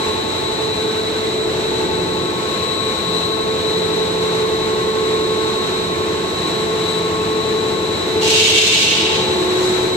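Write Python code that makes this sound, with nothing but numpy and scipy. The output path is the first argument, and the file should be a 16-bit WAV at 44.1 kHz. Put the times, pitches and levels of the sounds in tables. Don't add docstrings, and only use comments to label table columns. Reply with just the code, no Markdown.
import sys
import numpy as np
from scipy import signal
from scipy.fft import rfft, irfft, next_fast_len
from scipy.io import wavfile

SR = 44100
rng = np.random.default_rng(int(sys.argv[2]) if len(sys.argv) > 2 else 0)


def pcm_store(signal):
    levels = np.round(np.clip(np.atleast_2d(signal), -1, 1) * 32767)
    wavfile.write(sys.argv[1], SR, levels.astype(np.int16).T)


N = 439236
TIME = np.arange(N) / SR
STEP = 6
COARSE = TIME[::STEP]

SHAFT_HZ, TEETH = 11.515, 19
SWITCH_HZ, SUPPLY_HZ = 3999.7, 23.35
VALVE_OPENS_S, PRESSURE_FALLS_S = 8.208, 8.837


# tooth_rate_multiple, level_db, sidebands_against_tone_db
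MESH_HARMONICS = [(1, -43, -4.5), (2, -23.5, -11.5), (3, -45.3, -4), (4, -36.5, -8.5), (5, -33.2, -7),
                  (6, -43.5, -13.5), (7, -47, -5), (8, -53, -3), (9, -48.5, -10), (10, -48.5, -6),
                  (11, -43.5, -9.5), (12, -51, -4.5)]
# time_s, relative_db, left_minus_right_db
DRONE_ON_WALK = [(0.0, -29.5, -13), (0.35, -34, -19), (0.85, -22, -1), (1.55, -24, 0.5), (2.05, -24.5, -4),
                 (2.35, -31.5, -6), (3.2, -25.5, -3), (3.6, -22.5, -3), (4.45, -20, -3), (4.7, -22.5, -2),
                 (5.0, -19, -3), (5.45, -21, -4), (5.72, -27, -6), (6.05, -24.5, -2), (6.42, -29.5, -5),
                 (6.7, -23.5, -2), (7.6, -21, 3), (8.0, -29.5, 8), (8.22, -19, 2), (8.45, -18, -1),
                 (8.8, -25, -3), (9.15, -24, 6), (9.55, -34, 9), (9.85, -29.5, 12)]
# time_s, relative_db, left_minus_right_db
FOURTH_ON_WALK = [(0, -29.5, 2.0), (0.5, -29, 4), (1.4, -38, -5), (1.9, -26.5, 2.0), (2.5, -36, -4.0),
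                  (3.1, -37, 3.5), (4.0, -32, -2.5), (4.9, -33, 1), (5.5, -32.5, -3), (6.4, -35.5, 1),
                  (7.7, -30, 2), (8.05, -35.5, -6), (8.28, -25.5, -4), (8.58, -38, -9), (9.18, -27, -3),
                  (9.5, -32, -2), (9.96, -33, 0.5)]
# time_s, relative_db, left_minus_right_db
FIFTH_ON_WALK = [(0, -26, 0), (0.6, -33, 2), (1.8, -33, -1), (2.3, -29, 5), (2.9, -26.5, 5), (3.4, -28, 7),
                 (3.75, -32.5, 8), (4.1, -29.5, 2.5), (5.08, -26, -1), (5.8, -27, -3), (6.85, -29, 4),
                 (7.15, -24, 1), (8.2, -33, 5), (8.55, -37, 0), (9.25, -29, 0), (9.96, -35, 4)]

def gear_mesh(wander_rad=0.1, fade_db=3.0, upper_pan_db=11.0):
    on_walk = {2: DRONE_ON_WALK, 4: FOURTH_ON_WALK, 5: FIFTH_ON_WALK}
    lead = wander_rad * drift(0.71)
    out = 0
    for harmonic, level_db, side_db in MESH_HARMONICS:
        gain = from_db(level_db)
        if harmonic in on_walk:
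            walk_db, pan_db = in_time(on_walk[harmonic])
            gain = gain * swell(walk_db) * panned(pan_db)
        elif harmonic > 2:
            gain = gain * fading(fade_db, rate_hz=4.1) * panned(upper_pan_db)[:, None]
        phase = tone_phase(harmonic * TEETH * SHAFT_HZ) + harmonic * lead
        fall_db, level_share = (10.0, .1) if harmonic == 2 else (5.0, .7)
        out = out + gain * throbbing(phase, side_db, fall_db, level_share, lean_db=2.0).real
    return out


def throbbing(phase, side_db, fall_db, level_share, lean_db, count=5, uneven=0.31):
    orders = np.r_[-count:0, 1:count + 1]
    wobble = each_turn(orders, side_db - fall_db * np.log2(abs(orders)) - lean_db * np.sign(orders))
    wobble = wobble * rms_one(1 + uneven * drift(6.7))
    in_level = np.sqrt(2 * level_share) * wobble.real
    in_pitch = np.sqrt(2 * (1 - level_share)) * wobble.imag
    return np.sqrt(2) * (1 + in_level + 1j * in_pitch) * np.exp(1j * phase)


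# pitch_hz, level_db (per shaft order)
KNOCK_SPECTRUM = [(60, -64), (92, -48), (200, -50), (250, -57.5), (330, -40), (420, -52.5), (510, -48),
                  (580, -52), (700, -47), (1100, -90), (1500, -83), (3000, -76)]

def tooth_knocks(side_db=-5.5, scatter_db=2.5):
    orders = np.arange(5, 260)
    level_db = at_hz(KNOCK_SPECTRUM, orders * SHAFT_HZ) + scatter_db * rng.standard_normal(len(orders))
    mid, side = [each_turn(orders, level_db).real for _ in range(2)]
    return mid + from_db(side_db) * side * [[1], [-1]]


# pitch_hz, density_db
RUMBLE_SPECTRUM = [(20, -88), (40, -76), (68, -66.5), (92, -53.5), (110, -59), (130, -57.5), (175, -53.5),
                   (250, -60.5), (295, -55.5), (325, -46.5), (380, -54), (430, -47), (520, -57),
                   (720, -64.5), (3000, -120)]

def housing(ring_hz=325, rise_db_per_s=0.07):
    wave = standing_wave(ring_hz, loudest_m=0.0069, reflection=0.11, time=TIME)
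    gain = rms_one(wave * from_db(rise_db_per_s * TIME))
    return gain * (full_rate(tooth_knocks()) + noise(RUMBLE_SPECTRUM))


# switch_rate_multiple, offset_in_supply_multiples, level_db
WHINE_LINES = [(1, -15, -43), (1, -9, -39.5), (1, -5, -43), (1, -3, -30), (1, -1, -38.5), (1, 1, -43),
               (1, 3, -36), (1, 9, -45), (1, 11, -54), (1, 20, -53.5), (2, -4, -47.5), (2, 0, -53.5),
               (2, 2, -64), (2, 4, -58), (3, -5, -69), (3, -2, -65), (3, -1, -63), (3, 1, -69), (3, 2, -65),
               (3, 5, -69)]
# time_s, relative_db, left_minus_right_db
WHINE_ON_WALK = [(0, -22.5, 4.5), (0.5, -22, 4), (1.15, -22, 2), (1.5, -23.3, 5.5), (1.9, -23, 5.5),
                 (2.38, -25, 6.5), (2.7, -20.5, 9), (2.95, -23, 10), (3.2, -20.5, 10), (3.45, -22.5, 4),
                 (3.75, -20.5, 6), (4.0, -24, 8), (4.2, -22, 4), (4.75, -24.5, 3.5), (5.4, -23, 5),
                 (5.7, -22, 2.5), (6.2, -26.5, 2), (6.5, -21, 4), (6.7, -27, 4), (6.9, -21, 7.5),
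                 (7.12, -27, 6), (7.45, -24.3, 6), (8.1, -24, 4.5), (9.35, -22, 2), (9.96, -22, 6)]

def inverter_whine(waver_rad=0.18, fade_db=1.8):
    clusters = {SWITCH_HZ: ripple_skirt()}
    for multiple, offset, line_db in WHINE_LINES:
        carrier_hz = multiple * SWITCH_HZ
        phase = tone_phase(carrier_hz + offset * SUPPLY_HZ, carrier_hz, stray=.35)
        phase = phase + waver_rad * drift(6.5)
        gain = from_db(line_db) * fading(fade_db, rate_hz=5.2)
        line = throbbing(phase, side_db=-12.5, fall_db=4.5, level_share=.3, lean_db=-4.5, count=3)
        clusters[carrier_hz] = clusters.get(carrier_hz, 0) + gain * line
    walk_db, pan_db = in_time(WHINE_ON_WALK)
    out = 0
    for carrier_hz, cluster in clusters.items():
        cluster = cluster * swell(walk_db) * panned(pan_db)
        angle = 2 * np.pi * carrier_hz * TIME
        out = out + full_rate(cluster.real) * np.cos(angle) - full_rate(cluster.imag) * np.sin(angle)
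    return out


def ripple_skirt(level_db=-48.5, fall_db=1.2):
    offsets = np.r_[-43:20:6, -41:20:6]
    line_db = level_db - fall_db * np.log2(abs(offsets))
    return np.sqrt(2) * np.array([each_turn(offsets, line_db, SUPPLY_HZ) for _ in range(2)])


# pitch_hz, relative_db
JET_SPECTRUM = [(700, -70), (1500, -18), (2000, -16.5), (2200, -13.5), (2450, -5), (2700, -3), (3300, -3.5),
                (4200, -5), (5100, -11), (6500, -11.5), (8000, -13.5), (8800, -26.5), (10000, -26.5),
                (13000, -33.5), (15500, -37)]

def blow_off(flutter_db=0.97, treble_hz=4500):
    jet = noise(JET_SPECTRUM)
    puff = late_puff(jet)
    flow, treble_gain = valve()
    blowing = slice(int(VALVE_OPENS_S * SR), N)
    jet[:, blowing] = exhaust_port(jet[:, blowing], flow[blowing] / flow.max())
    jet[:, blowing] += steel_echoes(jet, TIME[blowing])
    jet = jet / np.std(jet[:, blowing])
    body = filtered(jet, 1, treble_hz, "low")
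    blast = flow * (body + treble_gain * (jet - body))
    return (blast + puff) * from_db(flutter_db * drift(30, TIME)) + whistles(flow)


def valve(level_db=-11, crack_share=0.17, crack_s=0.02, widen_s=0.25, sag_db_per_s=1.5, empty_s=0.36):
    opened, emptying = since(VALVE_OPENS_S), since(PRESSURE_FALLS_S)
    gap = crack_share * np.minimum(opened / crack_s, 1)
    gap += (1 - crack_share) * np.minimum(opened / widen_s, 1)
    flow = gap * from_db(level_db - sag_db_per_s * opened) * np.exp(-(emptying / empty_s) ** 2)
    shrill_db = 7.5 * np.exp(-opened / 0.2)
    dull_db = np.maximum(-58 * emptying, -30)
    return flow, from_db(shrill_db + dull_db)


# pitch_hz, width_hz, gain_db
PORT_RESONANCES = [(2090, 40, 6), (2260, 50, 10), (2165, 40, -7), (2350, 70, -16), (2625, 40, -7),
                   (2713, 16, 6), (2760, 18, 7), (2812, 30, -7), (2859, 12, 7), (2955, 16, 7),
                   (3030, 50, -6), (3115, 35, 6), (3255, 22, 5), (3330, 30, -6), (3605, 35, 7),
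                   (4150, 80, 3), (4290, 50, -8), (4590, 80, -12), (4800, 100, 4), (4910, 60, -9),
                   (6700, 140, 3), (7350, 350, -5)]

def exhaust_port(jet, strength):
    drive = (strength + 1e-3) ** 0.24
    for hz, width_hz, gain_db in PORT_RESONANCES:
        ring = signal.lfilter(*signal.iirpeak(hz, hz / width_hz, fs=SR), jet)
        jet = jet + drive * (from_db(gain_db) - 1) * ring
    return jet


# delay_s, delay_change_s_per_m (along the walk), gain
STEEL_FACES = [(.0060, .0007, .36), (.0084, .0005, .28)]

def steel_echoes(jet, time, above_hz=4000):
    treble = filtered(jet, 2, above_hz, "high")
    place_m = position(time)
    return sum(gain * delayed(treble, delay_s + s_per_m * place_m, time)
               for delay_s, s_per_m, gain in STEEL_FACES)


# pitch_hz, full_flow_level_db, strongest_s, fade_db_per_s (either side)
PORT_WHISTLES = [(2268, -29.5, 8.6, 16), (2713, -21.5, 8.55, 22), (2748, -29, 8.38, 35),
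                 (2859, -30, 8.78, 35), (3100, -32, 8.6, 25), (3595, -28, 8.78, 6)]

def whistles(flow, waver_rad=0.43, flicker_db=1.6, pitch_sag=0.0125):
    blowing = TIME > VALVE_OPENS_S
    time, strength = TIME[blowing], flow[blowing] / flow.max()
    pressure_lost = (1 - strength) * (time > PRESSURE_FALLS_S)
    turns_per_hz = time - pitch_sag * np.cumsum(pressure_lost) / SR
    out = np.zeros((2, N))
    for hz, level_db, strongest_s, fade_db_per_s in PORT_WHISTLES:
        waver = waver_rad * np.array([drift(14, time), drift(13, time)])
        db = level_db - fade_db_per_s * abs(time - strongest_s) + flicker_db * drift(4.5, time)
        out[:, blowing] += strength ** 2 * from_db(db) * np.cos(2 * np.pi * hz * turns_per_hz + waver)
    return np.sqrt(2) * out


def late_puff(jet, start_s=9.55, attack_s=0.11, level_db=-30, fall_db_per_s=54, echo_s=.00152):
    hiss = filtered(jet, 2, 6500, "high")
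    hollow = rms_one(hiss + 0.7 * delayed(hiss, echo_s))
    rise = np.minimum(since(start_s) / attack_s, 1)
    return rise * from_db(level_db - fall_db_per_s * since(start_s + attack_s)) * hollow


def cabinet_fan(blade_hz=366.4, level_db=-31.5, cabinet_db=8.5):
    wave = standing_wave(blade_hz, loudest_m=-0.009, reflection=0.66)
    return from_db(level_db + cabinet_db * near_cabinet()) * wave * hum(blade_hz)


# time_s, relative_db
MOTOR_ON_WALK = [(0, -50), (1.7, -42), (1.95, -28.5), (2.55, -40), (2.85, -55), (3.1, -26), (3.4, -35.5),
                 (3.7, -30.5), (4.4, -30), (5.5, -40), (5.8, -33), (6.1, -38), (6.5, -33), (7.15, -27.5),
                 (7.55, -40), (7.8, -30), (8.15, -40), (9.25, -33.5), (9.96, -44)]
# pitch_hz, level_db
STEADY_HUMS = [(50, -54), (80.6, -46.5), (92, -48), (99.9, -47), (122.1, -43), (184.2, -47.5), (207.3, -48),
               (264.8, -42), (276.4, -43.5), (391.5, -40), (518, -40.5), (667.5, -44.5), (1465.6, -49)]

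def hums(strongest_hz=171.1, strongest_db=-38.0, waver_db=2.0):
    walk_db, = in_time(MOTOR_ON_WALK)
    strongest = from_db(strongest_db) * swell(walk_db) * hum(strongest_hz)
    return strongest + sum(from_db(db + waver_db * drift(2.1)) * hum(hz) for hz, db in STEADY_HUMS)


# pitch_hz, density_db
RUSH_SPECTRUM = [(100, -100), (800, -62.5), (1080, -58), (1250, -64.5), (1650, -65.5), (2130, -63.5),
                 (2330, -67.5), (2750, -66), (3400, -66), (3950, -61.5), (4400, -69.5), (4800, -74),
                 (5130, -72), (5350, -74), (7200, -73), (8000, -68.5), (8250, -81.5), (8900, -96),
                 (9800, -85), (12000, -86), (15800, -96)]

def cooling_air(trim_db=-0.39, rise_db_per_s=0.0644, cabinet_db=2.0, waver_db=0.82):
    db = trim_db + rise_db_per_s * TIME + cabinet_db * near_cabinet(TIME)
    return from_db(db + waver_db * drift(6, TIME)) * noise(RUSH_SPECTRUM)


def buffeting(band_hz=(32, 70), level_db=-48.0, calming_db_per_s=1.5, uneven_db=5.0, pan_db=16.0):
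    lumps = rms_one(filtered(rng.standard_normal(len(COARSE)), 2, band_hz, "band", SR / STEP))
    gust_db = 22 * np.exp(-((COARSE - 9.73) / 0.18) ** 2)
    db = level_db - calming_db_per_s * COARSE + uneven_db * drift(1.5) + gust_db
    return from_db(db) * lumps * panned(pan_db)[:, None]


# time_s, place_m (right of the round cover)
MICROPHONE_PATH = [(0, -0.31), (.5, -0.3), (1.15, -0.2), (1.5, -0.11), (2.0, 0.00098), (2.65, 0.22),
                   (3.6, 0.28), (4.4, 0.35), (5.8, 0.38), (6.5, 0.36), (7.15, 0.24), (7.7, 0.12),
                   (8.2, 0.077), (8.65, -0.12), (9.05, -0.35), (9.5, -0.46), (9.96, -0.58)]

def position(time):
    return in_time(MICROPHONE_PATH, time)[0]


def near_cabinet(time=COARSE, place_m=-0.502, width_m=0.12):
    return np.exp(-((position(time) - place_m) / width_m) ** 2)


def standing_wave(hz, loudest_m, reflection, time=COARSE, sound_m_per_s=343):
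    lag = 2 * np.pi * hz * 2 * (position(time) - loudest_m) / sound_m_per_s
    return np.sqrt(1 + reflection ** 2 + 2 * reflection * np.cos(lag) + 1e-9)


def fading(depth_db, rate_hz):
    return swell(depth_db * np.array([drift(rate_hz), drift(rate_hz)]))


def tone_phase(hz, carrier_hz=0, gap_s=0.00025, stray=0.12):
    apart = min(2 * np.pi * hz * gap_s, np.pi / 2) * (1 + stray * drift(0.4))
    turns = (hz - carrier_hz) * COARSE + rng.random()
    return 2 * np.pi * turns + apart * np.array([[.5], [-.5]])


def hum(hz):
    return np.sqrt(2) * np.cos(tone_phase(hz)[::-1])


# pitch_hz, correlation
STEREO_LIKENESS = [(30, 0.7), (70, 0.8), (140, 1), (300, 0.95), (550, 0.67), (1000, 0), (4000, 0),
                   (15000, 0)]

def noise(spectrum, left_lead_rad=0.53):
    size = next_fast_len(N)
    hz = np.arange(size // 2 + 1) * SR / size
    alike = np.clip(at_hz(STEREO_LIKENESS, hz), -.99, .99)
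    mid, side = rfft(rng.standard_normal((2, size)))
    pair = np.sqrt(1 + alike) * mid + np.sqrt(1 - alike) * side * [[1], [-1]]
    pair = pair * np.exp(.5j * left_lead_rad * np.array([[1], [-1]]))
    return irfft(pair * from_db(at_hz(spectrum, hz)) * np.sqrt(SR) / 2, size)[:, :N]


def each_turn(orders, level_db, turn_hz=SHAFT_HZ, size=16384):
    lines = np.zeros(size, complex)
    lines[orders] = from_db(level_db) * np.exp(2j * np.pi * rng.random(len(orders)))
    one_turn = size * np.fft.ifft(lines)
    return one_turn[(COARSE * turn_hz * size).astype(int) % size]


def drift(rate_hz, time=COARSE, size=2000):
    pole = np.exp(-2 * np.pi * rate_hz * TIME[-1] / size)
    slow = signal.lfilter([1], [1, -2 * pole, pole * pole], rng.standard_normal(2 * size))[size:]
    return np.interp(time, np.linspace(0, TIME[-1], size), rms_one(slow))


def from_db(db):
    return 10 ** (np.asarray(db) / 20)


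def rms_one(x):
    return x / np.sqrt(np.mean(x ** 2) + 1e-20)


def swell(db):
    return rms_one(from_db(db))


def panned(db):
    return swell(np.array([db, -db]) / 2)


def in_time(rows, time=COARSE):
    time_s, *columns = np.transpose(rows)
    return [np.interp(time, time_s, column) for column in columns]


def at_hz(points, hz):
    pitch_hz, value = np.transpose(points)
    return np.interp(np.log(np.maximum(hz, 1)), np.log(pitch_hz), value)


def since(start_s):
    return np.maximum(TIME - start_s, 0)


def delayed(x, delay_s, time=TIME):
    return np.array([np.interp(time - delay_s, TIME, channel) for channel in x])


def filtered(x, order, hz, kind, sample_rate=SR):
    return signal.sosfilt(signal.butter(order, hz, kind, fs=sample_rate, output="sos"), x)


def full_rate(x):
    return signal.resample_poly(x, STEP, 1, axis=-1, window=("kaiser", 9))[..., :N]


def scene():
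    low_sounds = full_rate(gear_mesh() + cabinet_fan() + hums() + buffeting())
    return low_sounds + housing() + inverter_whine() + cooling_air() + blow_off()


def record(dry, threshold_db=-14.5, squeeze=0.6, response_s=0.067, cutoff_hz=15600):
    pole = np.exp(-1 / (response_s * SR))
    power = signal.lfilter([1 - pole], [1, -pole], np.mean(dry ** 2, axis=0))
    over_db = np.maximum(10 * np.log10(power + 1e-12) - threshold_db, 0)
    held = np.clip(dry * from_db(-squeeze * over_db), -1, 1)
    return signal.sosfilt(signal.ellip(12, .1, 90, cutoff_hz, fs=SR, output="sos"), held)


dry = scene()
out = record(dry)
pcm_store(out)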